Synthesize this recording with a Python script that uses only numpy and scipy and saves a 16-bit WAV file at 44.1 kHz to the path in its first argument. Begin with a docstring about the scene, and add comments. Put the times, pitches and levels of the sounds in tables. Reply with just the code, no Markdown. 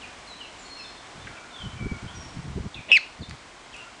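"""Alarm chirp at a burrow

Close by, a small burrowing animal gives one sharp chirp: a fluttering harmonic tone that falls in
pitch and scatters off the bank and plants. Far songbirds whistle gliding pure tones that reverberate
in the trees, over a soft hush of broadband noise and a blurred, very far call. Light gusts buffet
the microphone with low turbulence, and a few dry ticks sound nearby as damped bursts of noise."""
import sys
import numpy as np
from scipy import signal
from scipy.fft import rfft, irfft, next_fast_len
from scipy.io import wavfile
from scipy.ndimage import map_coordinates

SR = 44100
rng = np.random.default_rng(int(sys.argv[2]) if len(sys.argv) > 2 else 0)


def generate_wav(sig):
    """Save sig (samples, or channels by samples) to the path in sys.argv[1] as 16-bit PCM at SR."""
    pcm = np.round(np.clip(np.atleast_2d(sig).T, -1, 1) * 32767).astype(np.int16)
    wavfile.write(sys.argv[1], SR, pcm)


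N = 176400

# spectrum of air and far foliage (frequency [Hz], level [dB])
HUSH_SPECTRUM = [(15, -29.5), (25, -5), (53, -1), (156, -6.5), (264, -3), (546, -5.5), (719, -1),
                 (795, -3.5), (1100, -2), (1280, -5.5), (1490, -4.5), (1820, -7), (2220, -6), (2780, -10),
                 (3160, -9), (3580, -11), (7780, -17.5), (10000, -26), (13000, -80.5), (22000, -120)]
# slow course of the hush (time [s], level [dB])
HUSH_ENVELOPE = [(0, -44.5), (.8, -45), (1.5, -45.5), (2.3, -46), (3.1, -47.5), (4, -47)]
HUSH_DRIFT_DB, WHINE_DB, WHINE_HZ = 0.6, -73.5, 7876

# far birdsong (time [s], duration [s], first pitch [Hz], last pitch [Hz], level [dB])
BIRD_NOTES = [ (0.01, 0.042, 3565, 2450, -42.5), (0.272, 0.083, 4220, 3930, -46.5),
              (0.39, 0.074, 3280, 2647, -44), (0.426, 0.036, 4140, 3990, -47),
              (0.587, 0.052, 7470, 6970, -54), (0.649, .22, 4350, 4215, -46),
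              (0.776, 0.075, 5470, 5260, -51.5), (0.771, 0.059, 2830, 2640, -48),
              (0.838, 0.024, 3800, 3490, -40.5), (0.959, 0.026, 3590, 3470, -48),
              (1.196, 0.038, 3470, 3540, -51.5), (1.367, .025, 2690, 2250, -40),
              (1.505, 0.087, 3730, 3500, -49), (1.56, 0.12, 3444, 3024, -42),
              (1.762, 0.094, 2403, 2270, -48.5), (1.88, 0.08, 2328, 2245, -44.5),
              (2.077, 0.037, 3050, 3430, -45), (2.142, 0.15, 5800, 5530, -50.5),
              (2.747, .025, 3050, 2590, -42), (2.766, 0.036, 2700, 2350, -40.5),
              (3.214, 0.03, 4850, 3515, -45), (3.728, 0.029, 3480, 2485, -40.5),
              (3.752, .03, 2596, 3030, -46), (3.78, 0.041, 3000, 2695, -46)]
WHISTLE_EDGE_S, SONG_FLICKER_DB = 0.0062, 3.2
WARBLE, WARBLE_NOTE_S = 0.0182, 0.05  # relative pitch unsteadiness in a note of this duration

# gusts on the microphone (time [s], duration [s], level [dB])
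GUST_EVENTS = [(1.149, .18, -48), (1.6, 0.11, -37), (1.702, 0.13, -43.5), (1.801, 0.089, -32),
               (1.891, 0.089, -35.5), (2.021, 0.063, -35.5), (2.089, 0.32, -43), (2.33, 0.14, -40),
               (2.451, 0.13, -36), (2.56, 0.12, -32), (2.745, 0.073, -40), (3.187, 0.057, -41.5),
               (3.254, .1, -41)]
# spectrum of their rumble (frequency [Hz], level [dB])
GUST_SPECTRUM = [(20, -15), (40, -7), (65, 0.5), (130, -0.5), (220, -6.5), (330, -16), (500, -28.5),
                 (3000, -90)]
# the hardest eddies (time [s], duration [s], level [dB])
EDDY_EVENTS = [(1.825, 0.025, -36.5), (1.857, 0.014, -29), (1.925, .012, -39.5), (2.574, 0.015, -28),
               (2.657, 0.0127, -33), (3.22, 0.014, -39)]
# spectrum of their slaps (frequency [Hz], level [dB])
EDDY_SPECTRUM = [(60, -16), (160, 4), (280, -0.5), (400, -0.5), (560, -22), (1200, -43), (3000, -72)]
GUST_EDGE_S, EDDY_EDGE_S, LUMP_DB, LUMP_HZ = 0.021, 0.0025, 3.5, 90.7

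# dry ticks (time [s], level [dB], band centre [Hz], band width [octaves], decay time [s])
TICK_EVENTS = [(1.27, -31.5, 1730, 0.37, 0.0076), (2.744, -35.5, 3540, .16, 0.0077),
               (3.2955, -33, 4540, 0.68, .0015), (3.31, -31, 1500, 1.06, 0.0018),
               (3.744, -43, 4000, 1.2, .002), (3.765, -44, 7000, 0.44, 0.0023)]

# swells of the very far call (time [s], duration [s], level [dB])
FAR_CALL_EVENTS = [(1.27, .5, -53), (1.8, 0.41, -52.5), (3.74, .17, -53)]
FAR_CALL_HZ, FAR_CALL_HALF_WIDTH_HZ = 1413, 64

# spectrum of the hoarse air before the voice starts (frequency [Hz], level [dB])
BREATH_SPECTRUM = [(100, -9), (700, 5.5), (1500, -14), (2600, 9), (3400, 2), (4500, -18), (6000, -39),
                   (10000, -38)]
BREATH_END_DB, BREATH_S, BREATH_RISE_DB = -26.5, 0.032, 14
POP_DB, POP_DECAY_S = -29, 0.0015

# course of the alarm chirp (time [s], pitch [Hz], level [dB])
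CHIRP_CONTOUR = [(2.9153, 2768, -39), (2.9172, 2727, -5), (2.92, 2580, -12), (2.933, 2683, -8.5),
                 (2.946, 2712, -13.5), (2.952, 2620, -12), (2.962, 2500, -12), (2.967, 2290, -13),
                 (2.974, 2122, -13.5), (2.976, 1863, -25), (2.987, 1436, -39.5)]
# its overtones (harmonic number, level at high pitch [dB], level at low pitch [dB])
CHIRP_OVERTONES = [(2, -24.5, -7), (3, -39.5, -19), (4, -53, -30)]
# spectrum of the air in the voice (frequency [Hz], level [dB])
RASP_SPECTRUM = [(200, -8), (1300, -27.5), (2200, -18), (3000, 12), (4000, -15), (5200, -15), (6500, -19),
                 (8000, -16), (10000, -27)]
RASP_DB, JITTER = -19, 0.0129  # air relative to the voice; random share of pitch
PURE_HZ, HARSH_HZ = 2480, 2120  # the voice turns harsh as it falls between these pitches
FLUTTER_HZ, FLUTTER_DIP_DB, FLUTTER_PITCH_DIP = 215.6, 7.5, 0.11  # brief catches in the voice

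# scattering by leaves, which throw back the treble best (frequency [Hz], gain [dB])
LEAF_SCATTER = [(1000, -19.5), (2100, -2), (2700, 1.5), (4400, 7.5), (6500, 4), (10000, -15)]
# reverberation among the trees (frequency [Hz], time to fall 60 dB [s])
TREE_T60 = [(300, .3), (2500, 0.48), (5000, 0.64), (10000, 0.47)]
NEAR_ECHO_DB, NEAR_T60_S = -17, 0.3
CHIRP_ECHO_DB, BIRD_ECHO_DB, TICK_ECHO_DB = -25, -1, -5.5
BAND_LIMIT_HZ = 10150

TIME = np.arange(N) / SR


def amp(db):
    """Amplitude grows tenfold for every 20 dB."""
    return 10 ** (np.asarray(db) / 20)


def unit_rms(x):
    """Normalisation to a mean power of one."""
    return x / np.sqrt(np.mean(x ** 2) + 1e-20)


def along(points, hz):
    """Interpolation of (frequency, value) points on a logarithmic frequency axis."""
    frequencies, values = np.transpose(points)
    return np.interp(np.log(hz + 1), np.log(frequencies + 1), values)


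def curves(rows):
    """Linear interpolation in time of each column after the first."""
    times, *columns = np.transpose(rows)
    return [np.interp(TIME, times, column) for column in columns]


def wobble(rate_hz):
    """Random modulation: a smooth curve through rate_hz random values a second."""
    return map_coordinates(rng.standard_normal(N // 8), [TIME * rate_hz], mode="wrap")


def gate(start, length, edge_s):
    """A raised-cosine window: soft rise, hold and soft fall."""
    age = TIME - start
    ramp = np.clip(np.minimum(age, length - age) / edge_s + 0.25, 0, 1)
    return np.sin(np.pi / 2 * ramp) ** 2


def swells(events, edge_s):
    """Incoherent addition: the envelopes of the events sum in power."""
    return np.sqrt(sum((amp(db) * gate(start, length, edge_s)) ** 2 for start, length, db in events))


def phase_of(hz):
    """Phase is the time integral of angular frequency."""
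    return 2 * np.pi * np.cumsum(hz) / SR


def filtered(x, response):
    """Linear filtering multiplies the spectrum by a frequency response."""
    size = next_fast_len(N + SR // 2)
    return irfft(rfft(x, size) * response(np.fft.rfftfreq(size, 1 / SR)), size)[:N]


def noise(response):
    """Filtered white noise takes the shape of the response; its rms is one."""
    return unit_rms(filtered(rng.standard_normal(N), response))


def coloured_noise(spectrum):
    """Spectral shaping of noise by (frequency, level) points."""
    return noise(lambda hz: amp(along(spectrum, hz)))


def hush():
    """Air and far foliage add up to broadband noise, with a thin steady tone beneath it."""
    level_db, = curves(HUSH_ENVELOPE)
    air = amp(level_db + HUSH_DRIFT_DB * wobble(rate_hz=7.93)) * coloured_noise(HUSH_SPECTRUM)
    whine = amp(WHINE_DB) * np.sin(2 * np.pi * WHINE_HZ * TIME)
    return air + whine


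def songbirds():
    """Frequency modulation: pure tones glide and settle, and the briefest waver most."""
    song, waver = np.zeros(N), wobble(rate_hz=260)
    for start, length, first_hz, last_hz, db in BIRD_NOTES:
        remaining = np.clip(1 - (TIME - start) / length, 0, 1)
        glide = last_hz + (first_hz - last_hz) * remaining ** 2
        pitch = glide * (1 + WARBLE * WARBLE_NOTE_S / length * waver)
        song += amp(db) * gate(start, length, WHISTLE_EDGE_S) * np.sin(phase_of(pitch))
    return song * amp(SONG_FLICKER_DB * wobble(rate_hz=90))


def wind():
    """Turbulent pressure: gusts shake the microphone in low lumps; eddies slap it at higher pitch."""
    lumps = amp(LUMP_DB * wobble(LUMP_HZ))
    rumble = unit_rms(lumps * coloured_noise(GUST_SPECTRUM))
    slaps = coloured_noise(EDDY_SPECTRUM)
    return swells(GUST_EVENTS, GUST_EDGE_S) * rumble + swells(EDDY_EVENTS, EDDY_EDGE_S) * slaps


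def ticks():
    """Damped transients: each dry tick is a band of noise that decays exponentially."""
    clicks = np.zeros(N)
    for start, db, centre_hz, octaves, decay_s in TICK_EVENTS:
        band = noise(lambda hz: 1 / (1 + (np.log2((hz + 1) / centre_hz) / octaves) ** 2 / 2) ** 2)
        clicks += amp(db) * (TIME > start) * np.exp(-abs(TIME - start) / decay_s) * band
    return clicks


def far_call():
    """Narrow-band noise has a blurred pitch: a low call smeared by distance."""
    band = noise(lambda hz: 1 / (1 + ((hz - FAR_CALL_HZ) / FAR_CALL_HALF_WIDTH_HZ) ** 2))
    return swells(FAR_CALL_EVENTS, edge_s=0.06) * band


def chirp_onset():
    """Attack transient: hoarse air swells and ends in a small pop as the voice starts."""
    start = CHIRP_CONTOUR[0][0]
    age = TIME - start
    breath_db = BREATH_END_DB - BREATH_RISE_DB * abs(age) / BREATH_S
    breath = gate(start - BREATH_S, BREATH_S, edge_s=0.003) * amp(breath_db)
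    pop = amp(POP_DB) * (age > 0) * np.exp(-abs(age) / POP_DECAY_S)
    return breath * coloured_noise(BREATH_SPECTRUM) + pop * coloured_noise(HUSH_SPECTRUM)


def alarm_chirp():
    """Fast modulation is heard as roughness: a fluttering whistle holds, drops and gains overtones."""
    start, end = CHIRP_CONTOUR[0][0], CHIRP_CONTOUR[-1][0]
    pitch, level_db = curves(CHIRP_CONTOUR)
    flutter_hz = FLUTTER_HZ * (1 + 0.21 * wobble(rate_hz=120))
    catches = np.cos(phase_of(flutter_hz) / 2) ** 10  # one narrow pulse per flutter cycle
    phase = phase_of(pitch * (1 - FLUTTER_PITCH_DIP * catches + JITTER * wobble(rate_hz=900)))
    harshness = np.clip((PURE_HZ - pitch) / (PURE_HZ - HARSH_HZ), 0, 1)
    voice = np.sin(phase)
    for harmonic, pure_db, harsh_db in CHIRP_OVERTONES:
        voice += amp(pure_db + harshness * (harsh_db - pure_db)) * np.sin(harmonic * phase)
    rasp = amp(RASP_DB) * coloured_noise(RASP_SPECTRUM)
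    envelope = amp(level_db - FLUTTER_DIP_DB * catches) * (TIME > start) * (TIME < end)
    return envelope * (np.sqrt(2) * voice + rasp)


def reverberation(x, t60_points):
    """A diffuse field: convolution with a noise tail in which each frequency decays at its own rate."""
    hz, age, spectra = signal.stft(rng.standard_normal(SR // 2), SR, nperseg=256)
    decay = amp(-60 * age / along(t60_points, hz)[:, None])
    _, tail = signal.istft(spectra * decay, SR, nperseg=256)
    impulse_response = np.pad(tail / np.linalg.norm(tail), (SR // 250, 0))  # 4 ms delay
    return signal.fftconvolve(x, impulse_response)[:N]


def scene():
    """Superposition of direct sound, the chirp scattered by bank and plants, and echoes in the trees."""
    chirp = alarm_chirp() + chirp_onset()
    song, clicks = songbirds(), ticks()
    scattered = filtered(chirp, lambda hz: amp(along(LEAF_SCATTER, hz)))
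    near_echo = amp(NEAR_ECHO_DB) * reverberation(scattered, [(2500, NEAR_T60_S)])
    into_trees = amp(CHIRP_ECHO_DB) * scattered + amp(BIRD_ECHO_DB) * song + amp(TICK_ECHO_DB) * clicks
    tree_echo = reverberation(into_trees, TREE_T60)
    return (chirp + song + clicks + near_echo + tree_echo + far_call() + wind() + hush())[None]


def record(dry):
    """Steep low-pass filtering: the camera keeps nothing above its band limit."""
    return filtered(dry[0], lambda hz: 1 / np.sqrt(1 + (hz / BAND_LIMIT_HZ) ** 200))[None]


dry = scene()
out = record(dry)
generate_wav(out)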